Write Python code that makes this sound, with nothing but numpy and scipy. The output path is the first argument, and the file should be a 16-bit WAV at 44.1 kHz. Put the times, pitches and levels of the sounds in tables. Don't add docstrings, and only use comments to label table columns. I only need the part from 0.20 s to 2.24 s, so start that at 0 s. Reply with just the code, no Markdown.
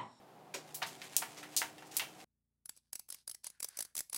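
import sys
import numpy as np
from scipy import signal
from scipy.fft import rfft, irfft, next_fast_len
from scipy.io import wavfile
from scipy.ndimage import map_coordinates

SR = 44100
rng = np.random.default_rng(int(sys.argv[2]) if len(sys.argv) > 2 else 0)


def pcm_store(signal):
    levels = np.round(np.clip(np.atleast_2d(signal), -1, 1) * 32767)
    wavfile.write(sys.argv[1], SR, levels.astype(np.int16).T)


N = 90184

# t/s, level/dB, centre of the bright hump f/Hz,
# contact length t/s, direct crack compared with the room echoes level/dB
CORD_HITS = [(0.5450, -10, 10950, 0.0001, -12), (0.9660, 0.1, 8450, 0.00059, 0.5),
             (1.3654, -1.5, 6800, 0.00045, -4), (1.3751, -3.5, 5500, 0.000028, -2.5),
             (1.3827, -9.5, 4200, 0.0013, -6), (1.7682, -3, 10500, 0.00014, -1)]
# f/Hz, level/dB
CORD_TONE = [(100, -53), (900, -16.5), (1500, -21.5), (2200, -11), (4500, -4.5), (9000, -4), (12000, -5.5),
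             (15000, -5.5), (16000, -3)]
CORD_HUMP_DB, CORD_HUMP_OCTAVES = 7, 0.81


def rope():
    out = np.zeros(N)
    for start, db, bright_hz, length, direct_db in CORD_HITS:
        def colour(f):
            return amp(along(CORD_TONE, f) + CORD_HUMP_DB * hump(f, bright_hz, CORD_HUMP_OCTAVES))

        crack = signal.fftconvolve(room(direct_db), contact(length))
        add(out, start, amp(db) * coloured(crack, colour))
    return out


# t/s, clap level/dB, treble falls above f/Hz, board ring compared with the clap level/dB,
# crispness left in the treble level/dB, centre of the clap's tone f/Hz
SHOE_HITS = [(.619, -8, 2500, -1, -16, 1420), (.6277, -12, 5630, -27, -8, 4100),
             (.8175, -20, 5760, -12, -5, 2200), (1.0205, -12.5, 2250, -1.5, -10, 1090),
             (1.2295, -19, 2570, -11, -6, 1720), (1.416, -8.5, 2380, -3, -10, 1730),
             (1.582, -29.5, 5100, 0, 5, 2450), (1.622, -25.5, 2070, -6, -13, 890),
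             (1.7967, -9, 6000, -2, -6, 2650), (1.817, -14.5, 2100, -13, -9, 830),
             (2.002, -30.5, 4450, -9, 10, 2510)]
# f/Hz, level/dB
SOLE_TONE = [(60, -64), (200, -0.5), (500, -1.5), (680, 1), (1200, 2), (1900, 2.5), (3000, 6), (6000, 1),
             (16000, -9)]
# f/Hz, level/dB, time to fall 60 dB t/s
BOARD_NOTES = [(666, -8.5, 0.49), (747.6, 6, 0.11), (912, 1.5, 0.23), (982, -4.5, 0.14), (1129, -14, 0.12),
               (1435, -6.5, 0.12), (1507, -17, 0.12), (1760, 0, 0.13), (1892, -1.5, 0.2), (2099, 3, 0.11),
               (2275, -2, 0.21), (2720, 3, 0.19), (3000, -0.5, 0.17), (3150, -6, 0.32)]
# f/Hz, level/dB
THUD_TONE = [(30, -21), (60, -29), (90, 2), (125, 7.5), (200, 2.5), (400, -0.5), (1000, -59), (4000, -89)]
BASS_CUT_SHARE = 0.21
CLAP_DB, CLAP_OCTAVES = 4, 0.36
SOLE_DIRECT_DB, DIRECT_DB_PER_OCTAVE, SOFT_SOLE_HZ = -13, 7.5, 2300
RING_SCATTER_DB, RING_ATTACK_S = 1.5, 0.0007
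THUD_DB, THUD_RISE_S, THUD_T60_S = -19, 0.0095, 0.79


def shoes():
    out = np.zeros(N)
    t = np.arange(SR // 2) / SR
    for start, db, dull_hz, ring_db, edge_db, clap_hz in SHOE_HITS:
        def blow(f):
            treble = np.hypot(1 / np.hypot(1, (f / dull_hz) ** 4), amp(edge_db))
            bass_cut = f ** 2 / np.hypot(f ** 2, (BASS_CUT_SHARE * dull_hz) ** 2)
            return treble * bass_cut * amp(CLAP_DB * hump(f, clap_hz, CLAP_OCTAVES))

        direct_db = SOLE_DIRECT_DB + DIRECT_DB_PER_OCTAVE * np.log2(dull_hz / SOFT_SOLE_HZ)
        clap = coloured(room(direct_db), lambda f: amp(along(SOLE_TONE, f)) * blow(f))
        add(out, start, amp(db) * clap)

        ring = np.zeros(len(t))
        for hz, note_db, t60 in BOARD_NOTES:
            fade = amp(note_db + rng.normal(0, RING_SCATTER_DB) - 60 * t / t60)
            ring += blow(hz) * fade * np.sin(2 * np.pi * (hz * t + rng.random()))
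        ring *= 1 - np.exp(-t / RING_ATTACK_S)
        add(out, start, amp(db + ring_db) * ring / np.linalg.norm(ring))

        push = rng.standard_normal(len(t))
        push = push * (1 - np.exp(-t / THUD_RISE_S)) * amp(-60 * t / THUD_T60_S)
        thud = coloured(push / np.linalg.norm(push), lambda f: amp(along(THUD_TONE, f)))
        add(out, start, amp(db + THUD_DB) * thud)
    return out


# t/s, level/dB, contact length t/s, treble tilt in dB per octave
SCUFF_HITS = [(0.3393, -10, 0.006, 1.76), (0.356, -19.5, 0.012, -2), (0.661, -18, 0.014, 7),
              (0.827, -37, 0.01, 14), (1.168, -19, 0.026, 2), (1.665, -33, 0.0052, 9),
              (1.712, -25, 0.0045, 4.5), (1.738, -22, 0.026, 12.5)]
# f/Hz, level/dB
SCUFF_TONE = [(50, -67), (235, -25), (285, 7), (345, -2), (390, 10), (440, 2.5), (590, 5.5), (730, -1.5),
              (2050, -4.5), (2300, -1.5), (2800, -7), (6500, -7.5), (10000, -18.5), (16000, -26.5)]


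def scuffs():
    out = np.zeros(N)
    for start, db, length, tilt_db in SCUFF_HITS:
        def colour(f):
            return amp(along(SCUFF_TONE, f) + tilt_db * np.log2(f + 1))

        scrape = signal.fftconvolve(room(direct_db=-18.5), contact(length))
        add(out, start, amp(db) * coloured(scrape, colour))
    return out


# t/s, level/dB
SWISH_LEVEL = [(.33, -101), (.42, -74), (.49, -62), (.6, -66), (.71, -55), (.81, -61.5), (.85, -50.5),
               (.89, -60.5), (.94, -55), (1.1, -56), (1.2, -59.5), (1.28, -65.5), (1.34, -56), (1.54, -66),
               (1.69, -65), (1.76, -53.5), (1.92, -62), (2.04, -59.5)]
# f/Hz, level/dB
CLOTH_TONE = [(200, -43), (900, -4), (2500, -1.5), (4500, -5), (7500, -5.5), (11000, -10.5), (16000, -20)]
GRAIN_DB, GRAINS_PER_S = 2.5, 500
FLUTTER_DB = 1.1


def swish():
    level_db, = curves(SWISH_LEVEL)
    grain_gain = amp(GRAIN_DB * wobble(GRAINS_PER_S))
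    grains = unit(grain_gain * noise(CLOTH_TONE))
    return amp(level_db + FLUTTER_DB * wobble(60.84)) * grains


# f/Hz, level/dB
AIR_TONE = [(25, -58), (55, -25), (70, -20), (90, -16), (125, -18.5), (175, -1.5), (240, -5.5), (380, -2),
            (480, -2.5), (650, -4), (750, 4), (860, -3.5), (1100, -9), (1600, -15.5), (3000, -20.5),
            (7000, -28), (16000, -31.5)]
# f/Hz, level/dB
HUM_NOTES = [(124, -77), (382, -70.5)]
# t/s, level/dB
LOW_HUM_LEVEL = [(0, -76.5), (.5, -66), (.9, -69.5), (2.04, -72.5)]
# t/s, f/Hz, level/dB
DRONE_PATH = [(0, 254.2, -89), (.7, 268.5, -71), (1, 292, -70), (1.25, 299.9, -61.5), (1.6, 304.8, -66),
              (2.04, 315, -65.5)]
AIR_DB, LOW_HUM_HZ = -59, 152.5
WAVER_DB, HUM_DRIFT_RAD = 0.7, 0.25


def background():
    t = np.arange(N) / SR
    low_db, = curves(LOW_HUM_LEVEL)
    hum = np.zeros(N)
    for hz, db in [*HUM_NOTES, (LOW_HUM_HZ, low_db)]:
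        loudness = amp(db + WAVER_DB * wobble(2.85))
        hum += loudness * np.sin(2 * np.pi * hz * t + HUM_DRIFT_RAD * wobble(6.6))
    drone_hz, drone_db = curves(DRONE_PATH)
    drone_phase = 2 * np.pi * np.cumsum(drone_hz) / SR
    drone = amp(drone_db + WAVER_DB * wobble(8.5)) * np.sin(drone_phase)
    return amp(AIR_DB) * noise(AIR_TONE) + np.sqrt(2) * (hum + drone)


# f/Hz, time to fall 60 dB t/s
ROOM_FADE = [(200, 0.27), (900, 0.3), (2500, 0.28), (7000, 0.26), (15000, 0.26)]
# echo delay t/s, gain (plain factor)
NEAR_ECHOES = [(.0021, 0.25), (.0083, 0.14)]
EARLY_T60_S, EARLY_DB, BUILD_S = 0.13, 5.5, 0.00095
EARLY_SPIKINESS = 0.45


def room(direct_db):
    hz, t, z = signal.stft(rng.standard_normal(SR // 2), SR, nperseg=256)
    late_fade = amp(-60 * t / along(ROOM_FADE, hz)[:, None])
    early_fade = amp(EARLY_DB - 60 * t / EARLY_T60_S)
    tail = signal.istft(z * np.hypot(late_fade, early_fade), SR, nperseg=256)[1]
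    age = np.arange(len(tail)) / SR
    unevenness = np.exp(EARLY_SPIKINESS * wobble(3000)[:len(tail)] * np.exp(-age / 0.04))
    tail = tail * unevenness * (1 - np.exp(-age / BUILD_S))
    tail = tail / np.linalg.norm(tail)
    tail[0] += amp(direct_db)
    for delay, gain in NEAR_ECHOES:
        tail[round(delay * SR)] += gain
    return tail


def contact(length_s, size=4096):
    t = np.arange(size) / SR
    z = rfft(rng.standard_normal(size) * np.exp(-(t / length_s) ** 2))
    burst = irfft(z / (np.abs(z) + 1e-12))[:size // 2]
    return burst / np.linalg.norm(burst)


def amp(db):
    return 10 ** (np.asarray(db) / 20)


def unit(x):
    return x / np.sqrt(np.mean(x ** 2) + 1e-20)


def along(points, hz):
    f, v = np.transpose(points)
    return np.interp(np.log(hz + 1), np.log(f + 1), v)


def hump(hz, centre_hz, octaves):
    return np.exp(-(np.log2((hz + 1) / centre_hz) / octaves) ** 2)


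def curves(rows):
    s, *cols = np.transpose(rows)
    return [np.interp(np.arange(N) / SR, s, c) for c in cols]


def wobble(rate):
    return map_coordinates(rng.standard_normal(int(N * rate / SR) + 4), [np.arange(N) * rate / SR])


def coloured(x, gain, size=2048):
    cep = irfft(np.log(np.maximum(gain(np.fft.rfftfreq(size, 1 / SR)), 1e-6)))
    cep[1:size // 2] *= 2
    cep[size // 2 + 1:] = 0
    pulse = irfft(np.exp(rfft(cep)))
    return signal.fftconvolve(x, pulse / np.linalg.norm(pulse))[:len(x)]


def noise(spectrum):
    size = next_fast_len(N + SR // 4)
    gain = amp(along(spectrum, np.fft.rfftfreq(size, 1 / SR)))
    return unit(irfft(rfft(rng.standard_normal(size)) * gain, size)[:N])


def add(track, s, sound):
    part = track[max(0, round(s * SR)):][:len(sound)]
    part += sound[:len(part)]


def scene():
    return (rope() + shoes() + scuffs() + swish() + background())[None]


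TOP_HZ = 16000


def record(dry):
    size = next_fast_len(N + SR // 4)
    keep = np.clip((TOP_HZ - np.fft.rfftfreq(size, 1 / SR)) / 400 + 0.5, 0, 1)
    return irfft(rfft(dry, size) * keep, size)[..., :N]


dry = scene()
out = record(dry)
pcm_store(out)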